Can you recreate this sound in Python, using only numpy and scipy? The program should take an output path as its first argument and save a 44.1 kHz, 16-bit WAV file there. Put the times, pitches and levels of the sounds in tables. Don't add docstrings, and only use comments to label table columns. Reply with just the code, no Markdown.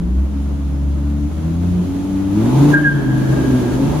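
import sys
import numpy as np
from scipy import signal
from scipy.fft import rfft, irfft
from scipy.io import wavfile
from scipy.ndimage import uniform_filter1d, minimum_filter1d, map_coordinates

SR = 44100
rng = np.random.default_rng(int(sys.argv[2]) if len(sys.argv) > 2 else 0)


def put_to_file(sound):
    columns = np.atleast_2d(sound).T
    safe = np.clip(columns, -1, 1)
    whole_steps = np.round(safe * 32767)
    wavfile.write(sys.argv[1], SR, whole_steps.astype(np.int16))


N = 176400
TIME_S = np.arange(N) / SR
CYLINDERS = 5
HALL_FADE_S = 3.8

# time_s, rate_hz
FIRING_RATE = [(0, 55.53), (.15, 65.13), (.32, 69.63), (.8, 70.25), (1.25, 73.23), (1.45, 80.2),
               (1.65, 88.3), (1.83, 89.8), (2.05, 95.46), (2.31, 97.17), (2.42, 111), (2.54, 132.6),
               (2.66, 146), (2.82, 150.2), (2.95, 141.2), (3.07, 130.4), (3.42, 133.6), (3.55, 127.4),
               (3.66, 119), (3.82, 134.2), (4, 153.3)]
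def engine_speed():
    firing_hz = curve(FIRING_RATE) * (1 + 0.0021 * drift(12.114))
    return firing_hz, 2 * np.pi * np.cumsum(firing_hz) / SR


# time_s, tone1_db, tone2_db, tone3_db, tone4_db
EXHAUST_LEVELS = [(0,-32,-57,-17.5,-50), (.06,-19.5,-46,-20.5,-29.5), (.19,-11,-36,-25.5,-34),
                  (.28,-22,-47,-30.5,-55), (.36,-20,-36,-27.5,-23.5), (.43,-20,-34,-27.5,-36),
                  (.7,-17,-27,-36,-33.5), (1.1,-15.5,-28,-26.5,-29), (1.25,-21,-26,-25,-23.5),
                  (1.32,-21.5,-42,-43,-32.5), (1.47,-22,-18.5,-26,-30.5), (1.6,-19.5,-20.5,-28,-43),
                  (1.7,-17.5,-18,-27,-46), (1.81,-27,-12,-57,-30.5), (1.88,-27,-31.5,-22,-45),
                  (2.0,-29,-29,-25,-50), (2.1,-26,-22,-20,-49), (2.29,-26,-25.5,-18.5,-66),
                  (2.4,-17,-14,-17.5,-51), (2.52,-19,-15.5,-34.5,-51), (2.565,-13,-39,-45,-32.5),
                  (2.62,-11,-13,-34,-48), (2.7,-11,-14,-27,-37), (2.82,-20.5,-14,-53,-50),
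                  (2.95,-17,-29,-36,-59), (3.05,-20,-24,-33,-59), (3.26,-11.5,-30,-69,-80),
                  (3.43,-26.5,-21.5,-43,-56), (3.55,-15,-16.5,-24.5,-47), (3.63,-23.5,-25.5,-29,-49),
                  (3.74,-23.5,-21,-32,-41), (3.82,-25.5,-18.5,-42,-33.5), (3.97,-17,-21.5,-41,-52)]
def exhaust(firing_hz, phase, ring_hz=302.23):
    effort = np.clip((firing_hz - 85) / (130 - 85), 0, 1)
    tones = 0
    for k in range(1, 5):
        level_db = curve(EXHAUST_LEVELS, column=k) - 1 + drift(16) + 2.2 * effort * drift(42)
        tones += from_db(level_db) * np.sqrt(2) * np.sin(k * phase + rng.uniform(0, 2 * np.pi))
    without_bass = signal.sosfilt(signal.butter(2, 165, "high", fs=SR, output="sos"), tones)
    ring = signal.lfilter(*signal.iirpeak(ring_hz, Q=7.52, fs=SR), tones)
    return tones * pan(0.94) + from_db(-11) * hall_echo(without_bass + from_db(-3.5) * ring)


# time_s, level_db
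GROWL_LEVELS = [(0, -28), (.4, -32.5), (.7, -30.5), (1.25, -32), (1.55, -30), (1.85, -29.5), (2.2, -33.5),
                (2.45, -24.5), (2.68, -20), (2.82, -24), (3.1, -22.5), (3.4, -21), (3.7, -30), (3.88, -19),
                (4, -29)]
# pitch_hz, level_db
GROWL_COLOUR = [(20, -38), (38, -4), (55, 2), (80, -1), (110, -2.5), (175, 8), (240, -0.5), (315, 5.5),
                (380, -17), (480, -17.5), (700, -42), (1000, -38), (3000, -71)]
# multiple_of_cycle_rate, change_db
GROWL_ACCENTS = [(2, 2), (7, -2.5), (8, 6), (12, 7)]
def growl(firing_hz, phase):
    tones, accent_db = 0, dict(GROWL_ACCENTS)
    for k in range(2, 32):
        if k % CYLINDERS == 0 and k <= 4 * CYLINDERS:
            continue
        pitch_hz = firing_hz * k / CYLINDERS
        gain = gain_at(GROWL_COLOUR, pitch_hz) * from_db(accent_db.get(k, 0) + drift(6.6))
        angle = k * phase / CYLINDERS + 0.57 * drift(5) + rng.uniform(0, 2 * np.pi)
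        tones += gain * widen(np.sin(angle), np.sin(angle + 2 * drift(4.5)), pitch_hz)
    tones = normalise(tones * np.sqrt(firing_hz))
    rumble = from_db(-5.5) * noise(GROWL_COLOUR)
    return from_db(curve(GROWL_LEVELS)) * (from_db(1) * tones + rumble)


# time_s, level_db
HOWL_LEVELS = [(0, -49), (2.1, -46), (2.35, -45.5), (2.55, -30.5), (2.73, -33.5), (2.8, -45), (3.3, -42),
               (3.65, -41), (4, -35)]
# pitch_hz, level_db
HOWL_COLOUR = [(300, -51), (650, -14), (735, 0.5), (790, -10), (880, 4.5), (925, -2.5), (975, -0.5),
               (1070, -10), (1500, -21), (4000, -57)]
def intake_howl(firing_hz, phase):
    tones = 0
    for k in range(16, 48):
        angle = k * phase / CYLINDERS + drift(14) + rng.uniform(0, 2 * np.pi)
        gain = gain_at(HOWL_COLOUR, firing_hz * k / CYLINDERS)
        tones += gain * np.sin([angle, angle + drift(8.8)])
    tones = normalise(tones * np.sqrt(firing_hz))
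    air = from_db(-7) * noise(HOWL_COLOUR)
    return from_db(curve(HOWL_LEVELS)) * (from_db(-.5) * tones + air)


# time_s, roar_db, hiss_db
RUSH_LEVELS = [(0, -44.5, -58), (.45, -42.5, -55.5), (.9, -43, -56), (1.3, -43, -54), (1.5, -39.5, -52.5),
               (2.05, -39.5, -50.5), (2.3, -36.5, -50.5), (2.47, -31, -45), (2.62, -30.5, -41),
               (2.75, -24, -39.5), (2.9, -32, -44.5), (3.1, -32.5, -45), (3.35, -30.5, -42),
               (3.53, -30, -41.5), (3.7, -31.5, -43.5), (4, -30.5, -43.5)]
# pitch_hz, level_db
ROAR_COLOUR = [(150, -21), (330, 5), (420, 4.5), (490, -1), (565, 4.5), (670, -0.5), (880, -5.5),
               (1150, -6), (1400, -8.5), (1900, -16), (2600, -19.5), (4000, -33)]
# pitch_hz, level_db
HISS_COLOUR = [(900, -6), (2000, 17), (3300, 19), (4200, 16.5), (5300, 12), (6600, 15.5), (8200, 5.5),
               (10700, 13.5), (12300, 8.5)]
def rushing_air(phase, duck_s=2.745, fall_s=.012, recovery_s=0.52):
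    sway_db = 0.74 * np.sin(phase / CYLINDERS)
    roar = noise(ROAR_COLOUR) * from_db(curve(RUSH_LEVELS) + 2 + drift(25.15) + sway_db)
    roar *= 1 + 0.05 * np.sin(phase)
    hiss = noise(HISS_COLOUR) * from_db(curve(RUSH_LEVELS, column=2) + 3.5 + .5 * drift(23.26))
    hiss *= 1 + 0.064 * np.sin(phase)
    age_s = np.maximum(TIME_S - duck_s, 0)
    dip_db = -6.5 * np.minimum(age_s / fall_s, 1) * np.exp(-age_s / recovery_s)
    return (roar + hiss) * from_db(dip_db)


# start_s, level_db, first_hz, last_hz, slide_s, rise_s, fade_db_per_s, hold_s, scrub_db
CHIRPS = [(2.715, -2.5, 1680, 1603, .022, .028, 215, .082, -15),
          (2.828, -6.5, 1735, 1582, .032, .023, 52, .064, -21)]
# delay_s, level_db
WALL_ECHOES = [(.245, -26), (.58, -23.5), (.765, -27)]
def tyre_chirps(release_s=.032):
    direct, scattered = np.zeros((2, N))
    for start_s, level_db, first_hz, last_hz, slide_s, rise_s, fade_db_per_s, hold_s, scrub_db in CHIRPS:
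        age_s = np.maximum(TIME_S - start_s, 0)
        pitch_hz = last_hz + (first_hz - last_hz) * np.exp(-age_s / slide_s)
        phase = 2 * np.pi * np.cumsum(pitch_hz * (1 + .005 * drift(150))) / SR
        shape_db = np.minimum(24 * (age_s / rise_s - 1), fade_db_per_s * (rise_s - age_s))
        gate = (age_s > 0) * np.exp(-np.maximum(age_s - hold_s, 0) / release_s)
        loudness = gate * from_db(level_db - 3.5 + shape_db + drift(120))
        scrub = drift(400) * np.sin(phase) + drift(370) * np.cos(phase)
        direct += loudness * (np.sin(phase) + from_db(scrub_db) * scrub)
        rasp = drift(420) * np.sin(1.96 * phase) + drift(420) * np.cos(1.96 * phase)
        scattered += loudness * (from_db(-17.5) * rasp + from_db(-7) * scrub)
    ceiling = from_db(-16.5) * direct
    walls = sum(from_db(level_db) * delay(direct, delay_s) for delay_s, level_db in WALL_ECHOES)
    bounces = hall_echo(ceiling + walls, fade_s=0.18)
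    tail = from_db(-15.5) * hall_echo(direct + scattered)
    at_ears = np.array([delay(direct, .00011), direct]) * pan(-1.5)
    return at_ears + bounces + tail


# time_s, level_db
BOOM_LEVELS = [(0, -18), (.2, -32.5), (.58, -30), (.8, -37), (1.25, -34), (1.55, -32), (1.85, -31),
               (2.1, -31), (2.601, -34), (3.0, -56), (3.35, -26), (3.6, -28.5), (4, -29)]
# pitch_hz, level_db
BOOM_COLOUR = [(20, -37), (36, -10), (50, -8), (66, 3), (85, -6), (130, -44), (400, -99)]
# time_s, level_db
DRONE_LEVELS = [(0, -38.5), (0.799, -44.5), (1.3, -54), (1.55, -39), (1.85, -28), (2.25, -37), (2.4, -25.5),
                (2.7, -18), (2.95, -49), (3.15, -46), (3.35, -22), (3.7, -22), (4, -24)]
# pitch_hz, level_db
DRONE_COLOUR = [(150, -24), (255, -0.5), (305, 1.5), (355, -4.5), (420, -9), (500, -22), (700, -36),
                (2000, -82)]
def garage_boom():
    boom = noise(BOOM_COLOUR) * from_db(curve(BOOM_LEVELS))
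    drone = noise(DRONE_COLOUR) * from_db(curve(DRONE_LEVELS))
    return boom + drone


# start_s, length_s, pitch_hz, level_db
WHINES = [(0, 2.2, 6381, -70), (0, 2.2, 1385, -62), (.27, .24, 5221, -67), (.22, .3, 3060, -61),
          (.6, .28, 5221, -65), (1.66, .3, 3060, -57.5), (2.41, .22, 3660, -48)]
def machinery_whines():
    whines = 0
    for start_s, length_s, pitch_hz, level_db in WHINES:
        swell = np.sin(np.pi * np.clip((TIME_S - start_s) / length_s, 0, 1))
        angle = 2 * np.pi * pitch_hz * TIME_S + np.array([drift(55), drift(55)])
        whines += swell * from_db(level_db + 2 * drift(7.15)) * np.sqrt(2) * np.sin(angle)
    return whines


def hall_echo(sound, fade_s=HALL_FADE_S, gap_s=0.0116):
    tail = rng.standard_normal((2, N)) * np.exp(-np.log(1000) * TIME_S / fade_s) * (TIME_S > gap_s)
    return signal.fftconvolve(sound[None], normalise(tail) / np.sqrt(N), axes=1)[:, :N]


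# pitch_hz, side_db
HALL_WIDTH = [(60, -13), (130, -0.5), (280, -10.5), (500, 1), (1000, -3), (4000, -1), (9000, 3),
              (14000, -1.5)]
def widen(middle, side, pitch_hz):
    width = gain_at(HALL_WIDTH, pitch_hz)
    return np.array([middle + width * side, middle - width * side])


def noise(colour):
    pitch_hz = np.arange(N // 2 + 1) * SR / N
    middle, side = rfft(rng.standard_normal((2, N))) * gain_at(colour, pitch_hz)
    stereo = irfft(widen(middle, side, pitch_hz), N)
    return stereo / stereo.mean(axis=0).std()


def from_db(level_db):
    return 10 ** (np.asarray(level_db) / 20)


def normalise(sound):
    return sound / np.sqrt(np.mean(sound ** 2))


def curve(table, column=1):
    rows = np.array(table)
    return np.interp(TIME_S, rows[:, 0], rows[:, column])


def gain_at(table, pitch_hz):
    rows = np.array(table)
    return from_db(np.interp(np.log(pitch_hz + 1e-9), np.log(rows[:, 0]), rows[:, 1]))


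def drift(rate_hz):
    points = rng.standard_normal(4096)
    return normalise(np.interp(TIME_S * rate_hz, np.arange(len(points)), points))


def pan(left_db):
    return from_db(np.array([[left_db], [-left_db]]) / 2)


def delay(sound, delay_s):
    return map_coordinates(sound, [np.arange(N) - delay_s * SR])


def scene():
    firing_hz, phase = engine_speed()
    engine = exhaust(firing_hz, phase) + growl(firing_hz, phase) + intake_howl(firing_hz, phase)
    return engine + garage_boom() + rushing_air(phase) + machinery_whines() + tyre_chirps()


def record(dry, peak_limit=.92, dull_hz=12400, top_hz=15800):
    dulled = signal.sosfilt(signal.butter(2, dull_hz, fs=SR, output="sos"), dry)
    window = int(.02 * SR)
    needed_gain = peak_limit / np.maximum(np.abs(dulled).max(axis=0), peak_limit)
    smooth_gain = uniform_filter1d(minimum_filter1d(needed_gain, window), window)
    return signal.sosfilt(signal.ellip(8, .2, 70, top_hz, fs=SR, output="sos"), dulled * smooth_gain)


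dry = scene()
out = record(dry)
put_to_file(out)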